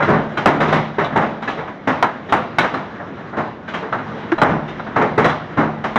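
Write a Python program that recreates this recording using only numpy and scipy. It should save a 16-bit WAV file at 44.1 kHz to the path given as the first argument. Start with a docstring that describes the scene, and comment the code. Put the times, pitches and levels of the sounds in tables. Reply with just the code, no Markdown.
"""From the start, a wash of rain and far hail surrounds a porch, over a faint rumble of wind.
At once large hailstones strike the sheet roof and the ground: each impact excites a short crack,
a hollow note and a decaying ring, and the more compliant the sheet, the more it thuds and hums.
Smaller stones patter further off throughout, and the nearest blows overload the microphone.
At 4.3 s one stone lands with a hollow plonk; just after it, a gust buffets the microphone."""
import sys
import numpy as np
from scipy import signal
from scipy.fft import rfft, irfft, next_fast_len
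from scipy.io import wavfile

SR = 44100
rng = np.random.default_rng(int(sys.argv[2]) if len(sys.argv) > 2 else 0)


def generate_wav(signal):
    """Clip the signal to [-1, 1] and save it as 16-bit WAV at the path in sys.argv[1]."""
    frames = np.transpose(np.atleast_2d(signal))
    scaled = np.clip(frames, -1, 1) * 32767
    pcm = np.round(scaled).astype(np.int16)
    wavfile.write(sys.argv[1], SR, pcm)


N = 263718
BANDS = 40 * 2 ** (np.arange(27) / 3)  # third-octave centres [Hz]


def undb(db):
    """Amplitude ratio of a level in decibels."""
    return np.exp(np.asarray(db) * np.log(10) / 20)


def over_bands(points):
    """Log-frequency interpolation of (frequency [Hz], value) points at the band centres."""
    hz, value = np.transpose(points)
    return np.interp(np.log(BANDS), np.log(hz), value)


def curve(rows):
    """Linear interpolation of (time [s], value) rows at every sample."""
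    return np.interp(np.arange(N) / SR, *np.transpose(rows))


def band_noise():
    """Random-phase synthesis of third-octave noise bands, each with rms 1."""
    size = next_fast_len(N, True)
    hz, index = np.arange(size // 2 + 1) * SR / size, np.arange(len(BANDS))
    place = np.interp(np.log(hz + 1), np.log(BANDS), index)
    masks = np.sqrt(np.maximum(1 - abs(place - index[:, None]), 0), dtype=np.float32)
    phases = np.exp(2j * np.pi * rng.random((2, len(place)))).astype(np.complex64)
    bands = irfft(masks * phases[index % 2], size)[:, :N]  # overlapping neighbours stay incoherent
    return bands / bands.std(axis=1, keepdims=True)


def wander(rate_hz):
    """Slow random modulation with a spread near 1."""
    steps = np.arange(N) / SR * rate_hz
    return np.interp(steps, np.arange(N // 100), rng.standard_normal(N // 100))


def decay(t, t60):
    """Exponential damping: 60 dB in t60 seconds."""
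    return np.exp(-np.log(1000) * t / np.maximum(t60, 1e-3))


def swell(t, rise_s):
    """Exponential build-up with time constant rise_s."""
    return 1 - np.exp(-t / max(rise_s, 1e-4))


def add(out, onset_s, sound):
    """Superposition of a sound from its onset on."""
    start = int(np.clip(onset_s * SR, 0, N - 1))
    out[start:start + len(sound)] += sound[:N - start]


# spectrum of rain and far hail: (frequency [Hz], third-octave level [dB])
RAIN_SPECTRUM = [(40, -40), (100, -1), (200, 6.5), (400, 4), (800, 1.5), (1500, 2.5), (2000, -2.5),
                 (2500, -5.5), (3900, -12), (4800, -24), (6500, -28), (8000, -37.5), (11000, -62),
                 (16000, -89)]
# strength of the wash: (time [s], level [dB])
RAIN_LEVEL = [(0, -28), (1.0, -32), (1.8, -35.5), (2.4, -29.5), (3.15, -32), (3.599, -34), (4.2, -29.5),
              (4.8, -30.5), (5.4, -29.5), (5.98, -32)]
def rain(gust_db=1, flicker_db=2):
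    """Incoherent summation: rain and far hail merge into bands that swell together and flicker alone."""
    levels = over_bands(RAIN_SPECTRUM)
    wash = sum(band * undb(db + flicker_db * wander(25)) for band, db in zip(band_noise(), levels))
    return wash / wash.std() * undb(curve(RAIN_LEVEL) + gust_db * wander(5))


# wind at the microphone: (time [s], level [dB])
WIND_LEVEL = [(0, -63), (1.2, -56), (2, -59), (3.6, -63), (4.2, -59), (4.45, -38), (5.1, -59), (5.98, -47)]
def wind(top_hz=95, gust_db=3):
    """Turbulent pressure fluctuations on the microphone make a low rumble."""
    lows = signal.butter(2, [18, top_hz], "band", fs=SR, output="sos")
    rumble = signal.sosfilt(lows, rng.standard_normal(N))
    return rumble / rumble.std() * undb(curve(WIND_LEVEL) + gust_db * wander(2.2))


# large impacts; boom is how freely the sheet gives:
# (time [s], level [dB], hollow note [Hz], boom [dB], relative crack level [dB])
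IMPACTS = [(0.002, -7, 565, -6.5, -32), (0.022, -10, 1396, -1.5, -19), (0.077, -13, 419, 8, -28.5),
           (0.133, -11, 275, 0.5, -28.5), (0.371, -10.5, 1457, -4.5, -16.5), (0.458, -1.5, 790, -2.5, -24),
           (0.524, -22, 368, 9.5, -40), (0.602, -9, 560, 1.5, -19.5), (0.674, -15.5, 399, 3.5, -17.5),
           (0.725, -6, 579, -0.5, -20), (0.982, -9.5, 399.5, 1, -23.5), (1.042, -10.5, 630, -18, -18),
           (1.11, -20, 263, 5, -29), (1.159, -4.5, 900, -2, -27.5), (1.209, -15.5, 244, 3.5, -22.5),
           (1.42, -14.5, 234, -7.5, -18), (1.474, -13, 1710, -2.5, -16), (1.571, -15.5, 446, -1, -25.5),
           (1.672, -14.5, 993, -11.5, -26), (1.873, -6, 260.7, -1, -23), (2.026, -0.5, 959, -10, -27.5),
           (2.286, -16, 389, -7.5, -18), (2.323, -2.5, 865, -4, -23), (2.584, -4.5, 1482, -4.5, -16),
           (2.641, -8, 809, -6.5, -29), (2.737, -10.5, 266.4, -4.5, -23), (2.989, -17, 588, -7, -45),
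           (3.165, -20, 387, -12, -21), (3.323, -17.5, 880, -4, -42.5), (3.365, -14, 599, 2, -24.5),
           (3.674, -18, 1560, -4.5, -14), (3.736, -13, 1190, -4.5, -15), (3.824, -15, 439, -5, -46),
           (3.923, -10.5, 1332, -5, -25.5), (3.983, -13.5, 268, -13, -29), (4.38, -10, 658, -11, -23.5),
           (4.416, -2.5, 890, -2, -28.5), (4.479, -18, 888, 8, -27), (4.675, -17, 372, -9.5, -14),
           (4.792, -12, 231.4, -24.5, -30), (4.863, -14.5, 238, -14.5, -31), (4.959, -8.5, 259.7, 3, -27.5),
           (5.013, -6.5, 427, -3, -27.5), (5.177, -8, 430, 3, -24), (5.243, -5, 497, -3, -20),
           (5.294, -9, 1020, -16, -20), (5.570, -12, 296, 6, -26.5), (5.839, -10, 775, -4.5, -20),
           (5.958, -2.5, 241, -7.5, -25)]
# damping of sheet and shelter: (frequency [Hz], 60 dB decay time [s])
RING_DECAY = [(80, 0.58), (200, 0.33), (560, 0.58), (1500, 0.35), (4000, 0.63), (12000, 0.083)]
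# strength of a spot's hollow note: (frequency [Hz], relative level [dB])
HOLLOW_LEVEL = [(240, -7.5), (420, -3), (700, -9), (950, -4), (1500, 1)]
def big_stones(knock_db=-11.5, chink_db=-5.5, contact_db=1, uneven_db=1):
    """Impact excitation: a compliant spot thuds, rings and sets the roof humming; a stiff one knocks."""
    out, noise, hum = np.zeros(N), band_noise(), roof_hum()
    t = np.arange(SR // 2) / SR
    ringing = decay(t, over_bands(RING_DECAY)[:, None]).astype(np.float32)
    for onset_s, db, hollow_hz, boom_db, crack_db in IMPACTS:
        start = rng.integers(N - len(t))  # each spot sounds different
        thud_db = -11.5 + np.log2(hollow_hz / 500) + 0.73 * boom_db
        hollow_db = np.interp(hollow_hz, *np.transpose(HOLLOW_LEVEL)) + 0.51 * boom_db
        hum_db = db - 11.5 + 2.13 * boom_db
        # fainter blows are further off: duller, and slower to rise
        air_db, rise_s = 1.02 * db, 0.00035 * undb(-1.53 * db)
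        gain = impact_spectrum(thud_db, crack_db, air_db)
        gain *= undb(uneven_db * rng.standard_normal(len(BANDS)))
        blow = undb(knock_db) * knock(noise[:, start:start + len(t)], t, gain, ringing, boom_db)
        blow += undb(hollow_db) * hollow_note(t, hollow_hz)
        blow += undb(crack_db + chink_db) * chink(t)
        add(out, onset_s, undb(db) * blow * swell(t, rise_s) ** 2)
        add(out, onset_s, undb(2 * db + contact_db) * contact(t))  # strong only in the nearest blows
        add(out, onset_s, undb(hum_db + uneven_db * rng.standard_normal(len(hum))) @ hum)
    return out


# spectrum common to the blows: (frequency [Hz], third-octave level [dB])
KNOCK_SPECTRUM = [(40, -20), (70, -15), (110, -2.5), (170, 7.5), (300, 7.5), (500, -2.5), (850, -0.5),
                  (1250, 0), (1650, -3), (2400, 3.5), (3700, 3), (5000, -9.5), (8000, -8.5), (12500, -25.5),
                  (16000, -31.5)]
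def impact_spectrum(thud_db, crack_db, air_db):
    """Spectral weighting of a blow's bass and treble; air absorption takes the top from far ones."""
    tilt = [(300, thud_db), (600, 0), (1700, 0.0041),
            (3000, crack_db), (6000, crack_db), (10000, crack_db + air_db)]
    return undb(over_bands(KNOCK_SPECTRUM) + over_bands(tilt))


def knock(modes, t, gain, ringing, ring_db, crack_t60=0.086, thud_t60=0.11, thud_rise_s=0.0081):
    """High modal density makes the response noise-like: a crack, a slower thud, a lingering ring."""
    weight = decay(t, .2).astype(np.float32)
    gain = gain / np.sqrt(modes ** 2 @ weight / weight.sum())  # each band takes its full share
    low = BANDS < 400
    thud = gain[low] @ modes[low] * decay(t, thud_t60) * swell(t, thud_rise_s)
    crack = gain[~low] @ modes[~low] * decay(t, crack_t60)
    ring = gain @ (modes * ringing) * swell(t, 0.017)
    return thud + crack + undb(ring_db) * ring


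def hollow_note(t, hz, low_t60=0.25, partner_db=-11):
    """Local resonance: one mode with three inharmonic neighbours; higher notes are damped sooner."""
    partner_hz = hz * 2 ** rng.uniform(-0.378, 0.67, size=(3, 1))
    partners = np.sin(2 * np.pi * partner_hz * t).sum(axis=0)
    note = np.sin(2 * np.pi * hz * t) + undb(partner_db) * partners
    return note * decay(t, low_t60 * np.sqrt(300 / hz)) * swell(t, 0.00062)


def chink(t, t60=0.17):
    """Inharmonicity: random partials from 1.5 to 4.1 kHz make a brief bright chink, new at every blow."""
    place, amplitude = rng.random((2, 14, 1))
    hz = 1500 + 2600 * place
    partials = amplitude * np.sin((2 * np.pi * hz * t).astype(np.float32))
    return partials.sum(axis=0) * decay(t, t60)


def contact(t, hz=800, t60=0.0049):
    """Contact transient: the stone pushes the surface, which swings quickly back."""
    return np.sin(2 * np.pi * hz * t) * np.pi * hz * t * decay(t, t60)


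# low modes of the roof: (frequency [Hz], level [dB], 60 dB decay time [s])
ROOF_MODES = [(153.3, -6.5, 0.84), (219.6, -7.5, 1), (261.7, -21.5, 1), (341, -31, 0.34), (392, -33, 1),
              (407, -28.5, 0.19), (608, -19.5, 1), (790, -24.5, 0.34)]
def roof_hum():
    """Free vibration of the whole roof: damped normal modes, one row each."""
    t = np.arange(SR) / SR
    modes = [undb(db) * np.sin(2 * np.pi * hz * t) * decay(t, t60) for hz, db, t60 in ROOF_MODES]
    return np.array(modes) * swell(t, 0.032)


def small_stones(count=90, patter_db=-41.5, spread_db=3, thud_db=-3, crack_db=-18, air_db=-25, t60=0.085):
    """Independent random impacts: lighter stones patter, each with its own size and hardness."""
    out, noise, t = np.zeros(N), band_noise(), np.arange(SR // 6) / SR
    envelope = decay(t, t60) * swell(t, 0.01) ** 2
    onsets = rng.random(count) * N / SR
    for onset_s, (size, soft, hard) in zip(onsets, rng.standard_normal((count, 3))):
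        start = rng.integers(N - len(t))
        gain = impact_spectrum(thud_db + 4 * soft, crack_db + 3 * hard, air_db)
        tap = gain @ noise[:, start:start + len(t)]
        add(out, onset_s, undb(patter_db + spread_db * size) * tap * envelope)
    return out


# modes of the plonk: (frequency [Hz], level [dB], 60 dB decay time [s], rise time [s])
PLONK_MODES = [(336, 5, .085, .012), (720, -20, .05, .001), (1372, -19, .05, .001),
               (1571, -17, .035, .0005), (1900, -19, .025, .0005)]
def plonk(onset_s=4.3186, slap_db=-15, slap_band_hz=(500, 1900), cut_s=0.029):
    """Damped resonance: a stone lands with a wet slap, and a hollow note swells and is cut short."""
    out, t = np.zeros(N), np.arange(SR // 10) / SR
    note = sum(undb(db) * np.sin(2 * np.pi * hz * t) * decay(t, t60) * swell(t, rise_s)
               for hz, db, t60, rise_s in PLONK_MODES)
    gate = (1 - np.tanh((t - cut_s) / .004)) / 2
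    mids = signal.butter(3, slap_band_hz, "band", fs=SR, output="sos")
    slap = signal.sosfilt(mids, rng.standard_normal(len(t)))
    add(out, onset_s, note * gate + undb(slap_db) * slap / slap.std() * decay(t, .1))
    return out


def scene():
    """Linear superposition of all sources, heard from under the roof."""
    return (rain() + wind() + big_stones() + small_stones() + plonk())[None]


# overall tone colour, with a narrow dip near 4.3 kHz: (frequency [Hz], gain [dB])
TONE_COLOUR = [(100, -0.5), (2050, 1.5), (2400, -2), (2900, -0.5), (4050, 1), (4350, -5.5), (5500, 4.5),
               (7000, -0.5), (7900, -7), (9000, -3), (15000, 11)]
def record(dry, ceiling=0.68, top_hz=15800):
    """Filtering and saturation: the sound is coloured, its loudest peaks clip and the top is cut."""
    size = next_fast_len(N + SR // 10, True)
    hz = np.arange(size // 2 + 1) * SR / size
    colour = undb(np.interp(hz, *np.transpose(TONE_COLOUR)))
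    heard = irfft(rfft(dry, size) * colour, size)[:, :N]
    clipped = heard / (1 + (heard / ceiling) ** 14) ** (1 / 14)
    return signal.sosfilt(signal.ellip(8, .2, 70, top_hz, fs=SR, output="sos"), clipped)


dry = scene()
out = record(dry)
generate_wav(out)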